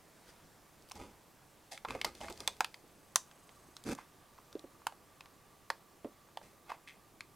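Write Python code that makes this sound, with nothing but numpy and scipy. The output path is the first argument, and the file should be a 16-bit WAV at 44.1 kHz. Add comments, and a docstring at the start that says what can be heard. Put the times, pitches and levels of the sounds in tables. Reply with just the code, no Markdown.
"""A small bare room with a wooden floor: a cat lies among wires, tools and a sheet-metal frame.
Claws and loose parts tap the frame: short pitched swings, rattling noise and weak ringing.
Paws and fur drag in grains of noise with low thumps; paws thud on the boards, and the room echoes.
Underneath lie shaped noise for room tone and microphone hiss, a narrow noisy hum, and the faint
switched tones of the focus motor in a close, hand-held camera."""
import sys
import numpy as np
from scipy import signal
from scipy.fft import rfft, irfft, next_fast_len
from scipy.io import wavfile
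from scipy.ndimage import uniform_filter1d

SR = 44100
rng = np.random.default_rng(int(sys.argv[2]) if len(sys.argv) > 2 else 0)


def dump(signal):
    """Clip the signal to [-1, 1] and save it as 16-bit WAV at the path in sys.argv[1]."""
    limited = np.clip(np.atleast_2d(signal).T, -1, 1)
    pcm = np.round(limited * 32767).astype(np.int16)
    wavfile.write(sys.argv[1], SR, pcm)


N = 324135  # length in samples

# Room tone and hiss: (frequency [Hz], relative level per Hz [dB])
TONE_SPECTRUM = [(20, -29), (35, -15.5), (50, 3.5), (95, -8), (140, 1), (240, -7), (310, -2), (420, -6),
                 (950, -8), (1400, -16), (1700, -14), (3200, -19), (14900, -21), (16500, -32)]
TONE_DB = -64
# A wash of air: (frequency [Hz], relative level per Hz [dB])
WASH_SPECTRUM = [(40, 1), (300, -2), (1500, -5), (2500, -13), (9000, -16), (16000, -29)]
# Left-right likeness of the tone and the wash: (frequency [Hz], likeness [0 to 1])
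LIKENESS = [(60, 1), (180, 0.73), (550, 0.88), (1650, 0.93), (4970, 0.92), (15000, 0.46)]
# A narrow hum in the room: (frequency [Hz], width [Hz], level before the changes below [dB])
HUM = (1165, 48, -72.5)
# As the camera is carried round: (time [s], wash level [dB], hum change [dB])
CARRY = [(0, -68.5, -4), (.3, -64, -19), (0.651, -68, -5), (2.6, -72.5, -13), (3.5, -67, -1),
         (7.35, -78, -1)]

# Drags of paws and fur; levels are those before the stroke shapes them:
# (time [s], rise [s], time to fall 20 dB [s], scrape level [dB], scrape pitch [Hz],
#  thump level [dB], fur hiss level [dB]); very short or negative rises and falls get a floor in drag()
DRAGS = [(0.25, 0.042, -0.27, -66, 1500, -64, -61.5), (0.938, 0.024, 0.03, -54.5, 890, -52.5, -60.5),
         (0.975, 0.023, 0.14, -51.5, 1030, -49, -64.5), (1.711, 0.0052, 0.07, -51, 745, -71, -49.5),
         (1.873, 0.013, 0.22, -47.5, 1160, -46.5, -61), (1.926, 0.026, 0, -52, 890, -48, -86),
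         (2.047, 0.0033, 0.0753, -45.5, 1220, -47.5, -56), (2.143, .01, 0.9, -76, 2760, -61, -62.5),
         (2.202, 0.0048, 0.2, -49.5, 860, -54.5, -57.5), (2.231, 0.0085, 0.01, -52.5, 1210, -55, -72),
         (2.288, .01, 0.02, -50.5, 920, -47.5, -62), (2.378, 0.023, 0.19, -55, 1190, -56, -61.5),
         (3.845, 0.023, -0.06, -45, 1190, -38, -50.5), (3.974, 0.006, 0.07, -53.5, 1280, -72.5, -66),
         (6.415, 0.013, 0.18, -68.5, 2330, -62.5, -66.5), (6.662, 0.04, 0.0546, -46.5, 1080, -66, -88),
         (6.871, 0.0051, 0.07, -52.5, 2380, -78, -69)]
# A heavier drag holds longer and thumps lower; each pair is (light, heavy)
LIGHT_DB, HEAVY_DB = -47, -37.5  # thump level
HOLD_S, THUMP_HZ = (0.011, 0.069), (270, 169)
# Ways the metal frame rings: (frequency [Hz], relative level [dB])
FRAME_MODES = [(300, -33), (680, 4.5), (830, 6), (960, 0.5), (1250, -1), (2160, 3.5), (2650, 7), (3600, 2),
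               (5050, 3), (6450, -0.5)]

# How long the room's echo takes to fall 60 dB: (frequency [Hz], time [s])
ROOM_DECAY = [(200, 0.26), (1500, 0.17), (5000, 0.21), (15000, 0.15)]

# Taps of claws and loose parts on the frame:
# (time [s], knock pitch [Hz], knock peak [dB], click pitch [Hz], click peak [dB])
TAPS = [(0.8235, 910, -65, 5330, -58.5), (0.8882, 426, -65, 10200, -53), (0.8972, 433, -66, 9720, -49.5),
        (0.9124, 980, -46, 2740, -37.5), (0.9174, 1010, -41.5, 5550, -39.5), (0.9549, 680, -54, 5940, -51),
        (1.7763, 1430, -46.5, 2280, -34), (1.849, 850, -28.5, 1600, -37), (1.8854, 1340, -41, 2600, -38),
        (1.9063, 950, -31.5, 2440, -30.5), (1.9498, 520, -33, 2400, -38.5), (2.014, 756, -42, 2200, -22),
        (2.0458, 756, -25.5, 2080, -21.5), (2.0489, 780, -37, 4150, -22.5), (2.1507, 700, -58, 4200, -47),
        (2.2128, 684, -33.5, 2960, -39), (2.244, 660, -39.5, 1870, -42), (2.2835, 1180, -35, 2270, -37),
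        (2.2997, 786, -46, 9700, -45), (2.3247, 695, -52, 6500, -45), (2.3754, 1030, -62, 4560, -45),
        (2.404, 690, -42.5, 5000, -36.5), (2.476, 917, -28.5, 3490, -16), (2.567, 700, -66, 8500, -56),
        (2.6063, 917, -16, 1690, -16.5), (2.6452, 1314, -32, 2570, -22.5), (2.7428, 935, -49.5, 2090, -36),
        (3.1581, 1145, -21.5, 6580, -15.5), (3.313, 1260, -49.5, 3220, -47.5),
        (3.492, 765, -52.5, 2930, -46), (3.7667, 1270, -45.5, 5260, -41), (3.8388, 700, -59, 6630, -48),
        (3.95, 1160, -48.5, 7050, -43.5), (3.9869, 920, -36.5, 1640, -55), (4.38, 1490, -52, 1580, -58),
        (4.3848, 930, -46.5, 1580, -60), (4.5275, 1320, -53, 3630, -46), (4.5937, 700, -61, 3950, -44),
        (4.8183, 930, -50, 1820, -60), (4.8685, 940, -22, 2960, -28.5), (4.9229, 790, -47, 1680, -50.5),
        (5.2072, 970, -46.5, 2580, -39), (5.2577, 1070, -51, 2220, -48), (5.702, 920, -21.5, 1680, -22),
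        (6.2874, 1090, -52.5, 1930, -60), (6.3725, 824, -31.5, 3090, -35), (6.4143, 840, -46, 2190, -60),
        (6.6969, 855, -40, 2060, -41), (6.7178, 950, -28.5, 1640, -46), (7.207, 1330, -44.5, 2300, -32)]
# Harder contacts click higher and tick louder; without extra firmness, tick equals click at EVEN_HZ
EVEN_HZ, TICK_DB_PER_OCTAVE = 4220, 13
FIRM_DB, TICK_PER_DB = -31, 1.08  # knocks above FIRM_DB sharpen the tick further (dB per dB)
TICK_TOP_DB = 2.5  # the most that a tick stands over its click

# Thuds of a paw on the boards: (time [s], knock peak [dB])
THUDS = [(1.0112, -46), (2.309, -43), (2.838, -54), (3.6859, -53), (4.553, -31), (4.6407, -40.5),
         (6.0451, -32.5)]
# Pads are soft: the click lies far under the knock
THUD_HZ, THUD_CLICK_HZ, THUD_CLICK_DB = 343, 2820, -20.5

# Thin tones of the focus motor: (frequency [Hz], level before the motor's gain and changes [dB])
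MOTOR_TONES = [(6475.5, -84), (8076, -81), (9676.5, -85), (11277, -99)]
# How strongly the motor sounds: (time [s], level change [dB])
MOTOR_RUN = [(2.55, -29.5), (2.7, -9), (3.0, -7), (3.3, -2), (3.8, -2.5), (3.9, -22)]
STEP_HZ, STEP_ON, STEP_START = 25, .44, .74  # bursts a second, share on, start as part of a cycle

# Balance of the two microphone ports: (frequency [Hz], left minus right [dB])
PORT_LEAN = [(60, 0), (110, 2), (200, -2), (380, -1.5), (700, -3.5), (1290, -2.5), (2380, 1.5),
             (4400, -0.5), (8120, 0), (15000, -0.5)]
EDGE_HZ = 16450  # the sound is cut above this


def gain_of(db):
    """Turns decibels into a multiplier."""
    return 10 ** (np.asarray(db) / 20)


def evened(x):
    """Scales a sound to an rms (average strength) of 1."""
    return x / np.sqrt(np.mean(x ** 2) + 1e-20)


def peaked(x):
    """Scales a sound to a peak of 1."""
    return x / (abs(x).max() + 1e-20)


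def read(points, hz):
    """Reads between the points of a frequency table, on a log axis."""
    f, value = np.transpose(points)
    return np.interp(np.log(hz + 1), np.log(f + 1), value)


def band(x, low_hz, high_hz, order):
    """Keeps the frequencies between two edges."""
    edges = (low_hz, min(high_hz, SR / 2.1))
    return signal.sosfilt(signal.butter(order, edges, "band", fs=SR, output="sos"), x)


def wavelet(hz, cycles, t):
    """A swing that builds and dies within a few cycles."""
    u = t * hz / cycles
    return peaked(u * np.exp(-u) * np.sin(2 * np.pi * hz * t))


def add(mix, s, sound):
    """Mixes a sound in, starting at s seconds."""
    part = mix[:, round(s * SR):][:, :sound.shape[1]]
    part += sound[:, :part.shape[1]]


def airy(spectrum, patchy_db):
    """Stereo noise built from short random spectra, with drifting louder and softer patches."""
    frames, hz = N // 256 + 5, np.fft.rfftfreq(1024, 1 / SR)
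    a, b, c, d, patches = rng.standard_normal((frames, 513, 5)).T
    patches = uniform_filter1d(patches, size=10, axis=0)
    patches = evened(uniform_filter1d(patches, size=12, axis=1))
    same = np.clip(read(LIKENESS, hz), -1, 1)[:, None]
    left = a + 1j * b
    right = same * left + np.sqrt(1 - same ** 2) * (c + 1j * d)
    level_db = read(spectrum, hz)[:, None] + patchy_db * patches
    spectra = np.array([left, right]) * gain_of(level_db)
    return evened(signal.istft(spectra, nperseg=1024, noverlap=768)[1][:, :N])


def room_tone():
    """Steady hiss and rumble, with a wash and a narrow hum that change as the camera is carried."""
    s, wash_db, hum_db = np.transpose(CARRY)
    t = np.arange(N) / SR
    hz, width, db = HUM
    hum = evened(signal.lfilter(*signal.iirpeak(hz, hz / width, SR), rng.standard_normal(N)))
    hum = hum * gain_of(db + np.interp(t, s, hum_db))
    hum = hum * gain_of([[-2.], [2.]])  # softer on the left, louder on the right
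    tone = gain_of(TONE_DB) * airy(TONE_SPECTRUM, 0.97)
    wash = gain_of(np.interp(t, s, wash_db)) * airy(WASH_SPECTRUM, 1.66)
    return tone + wash + hum


def frame_ring(size):
    """The frame struck at a random spot: each mode gets its own share; high modes die sooner."""
    hz, db = np.transpose(FRAME_MODES)
    t = np.arange(size)[:, None] / SR
    t60 = 1.1 / np.sqrt(hz)  # seconds to fall 60 dB
    share_db = 3 * rng.standard_normal(len(hz))
    modes = gain_of(db + share_db - 60 * t / t60) * np.sin(2 * np.pi * hz * t)
    return modes.sum(1)


def drag(rise, fall, scrape_db, scrape_hz, thump_db, hiss_db):
    """Fur and pads slip in fine uneven grains; the frame tints them and the floor thumps below."""
    hold = np.interp(thump_db, (LIGHT_DB, HEAVY_DB), HOLD_S)
    thump_hz = np.interp(thump_db, (LIGHT_DB, HEAVY_DB), THUMP_HZ)
    rise, fall = max(rise, .002), max(fall, .01)
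    t = np.arange(0, rise + hold + 2 * fall, 1 / SR)
    stroke = gain_of(np.interp(t, [0, rise, rise + hold, t[-1]], [-20, 0, 0, -40]))

    slip_now = rng.random(len(t)) < 4000 / SR  # about 4000 grains a second
    strength = gain_of(2.83 * np.minimum(rng.exponential(1, len(t)), 5))
    slips = slip_now * strength * rng.standard_normal(len(t))
    tinted = slips + .009 * signal.fftconvolve(slips, frame_ring(size=2048))[:len(t)]

    scrape = evened(band(tinted, scrape_hz * 0.71, scrape_hz * 1.495, order=2))
    scrape = scrape + 0.68 * evened(band(tinted, 1750, 2500, order=1))
    thump = band(slips, thump_hz * 0.55, thump_hz * 2.2, order=2)
    rumble = band(slips, 35, 98, order=2)  # the floor boards carry the drag to the camera
    rumble_db = min(thump_db, LIGHT_DB) - 5.0
    fur = evened(tinted) + 0.5 * rng.standard_normal((2, len(t)))
    hiss = band(band(fur, 1720, 11700, order=2), 1700, 6900, order=1)
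    parts = ((scrape_db, scrape), (thump_db, thump), (hiss_db, hiss), (rumble_db, rumble))
    return stroke * sum(gain_of(db) * evened(x) for db, x in parts)


def room(x):
    """Sparse echoes, randomly flipped in sign; each frequency band dies at its own speed."""
    size = SR // 2
    echoes = np.zeros((2, size))
    spots = np.arange(160, size - 20, 20)
    at = spots + rng.integers(0, 20, (2, len(spots)))
    np.put_along_axis(echoes, at, rng.choice([-1., 1.], at.shape), 1)
    echoes[1] = 0.95 * echoes[0] + 0.33 * echoes[1]  # the two sides are much alike
    hz, t, spectra = signal.stft(echoes, SR, nperseg=256)
    t60 = np.maximum(read(ROOM_DECAY, hz), .02)[:, None]
    tail = signal.istft(spectra * gain_of(-60 * t / t60), SR, nperseg=256)[1]
    return signal.fftconvolve(x[None], tail / np.linalg.norm(tail[0]), axes=1)[:, :N]


def tap(knock_hz, knock_db, click_hz, click_db):
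    """A dead knock of the struck part, a brief rattling contact, and the frame ringing weakly."""
    octaves = np.log2(click_hz / EVEN_HZ)
    firmness_db = max(knock_db - FIRM_DB, 0)
    tick_db = click_db + TICK_DB_PER_OCTAVE * octaves + TICK_PER_DB * firmness_db
    tick_db = min(tick_db, click_db + TICK_TOP_DB)

    t = np.arange(4096) / SR
    shared, apart, shake = rng.standard_normal((3, len(t)))
    shape = (1 - np.exp(-t / 0.00039)) * (np.exp(-t / 0.0012) + 0.095 * np.exp(-t / 0.0065))
    contact = shape * (shared + np.outer([.35, -.35], apart))  # the ports hear it differently
    ring = np.convolve(contact[0, :256], frame_ring(size=len(t)))[:len(t)]

    # Loose parts shake on after the knock
    after = band(shake * np.exp(-t * knock_hz / 4.1), knock_hz * 0.67, knock_hz * 1.52, order=2)
    knock = wavelet(knock_hz, 0.77, t) + 0.86 * peaked(after)

    rattle = peaked(contact) + 0.24 * wavelet(click_hz, 1.6, t) + 0.12 * peaked(ring)
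    click = band(rattle, max(1930., 0.57 * click_hz), max(4800., 1.47 * click_hz), order=2)
    middle = click.mean(0)
    click = middle + 0.28 * (click - middle)  # bring left and right closer together
    tick = band(rattle, 3230, 13800, order=2)
    tick = band(tick, 2170, max(6800., 0.68 * click_hz), order=1)
    parts = ((knock_db, knock), (click_db, click), (tick_db, tick))
    return sum(gain_of(db) * peaked(x) for db, x in parts)


def thud(db):
    """A soft paw on the boards: a low knock with only a faint click."""
    return tap(THUD_HZ, db, THUD_CLICK_HZ, db + THUD_CLICK_DB)


def focus_motor():
    """Thin tones switched on and off as the lens steps."""
    t = np.arange(N) / SR
    on = 1. * ((t * STEP_HZ - STEP_START) % 1 < STEP_ON)
    on = uniform_filter1d(on, size=90)  # soften the switching
    tones = sum(gain_of(db) * np.sin(2 * np.pi * (hz * t + rng.random())) for hz, db in MOTOR_TONES)
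    run_db = np.interp(t, *np.transpose(MOTOR_RUN), left=-80, right=-80)
    return 4.1 * tones * on * gain_of(run_db)


def scene():
    """Drags, taps and thuds with their room echo, over the room tone and the motor."""
    cat = np.zeros((2, N))
    for s, *settings in DRAGS:
        add(cat, s, drag(*settings))
    for s, *settings in TAPS:
        add(cat, s, tap(*settings))
    for s, db in THUDS:
        add(cat, s, thud(db))
    echo = gain_of(-16.5) * room(cat.mean(0))
    return cat + echo + room_tone() + focus_motor()


def record(dry):
    """The two microphone ports favour different bands; then the highest treble is cut."""
    size = next_fast_len(N)
    lean_db = read(PORT_LEAN, np.fft.rfftfreq(size, 1 / SR))
    lean = gain_of(np.outer([.5, -.5], lean_db))  # half of the difference to each side
    ports = irfft(rfft(dry, size) * lean, size)[:, :N]
    treble_cut = signal.firwin(255, EDGE_HZ, window=("kaiser", 9), fs=SR)
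    return signal.oaconvolve(ports, treble_cut[None], "same")


dry = scene()
out = record(dry)
dump(out)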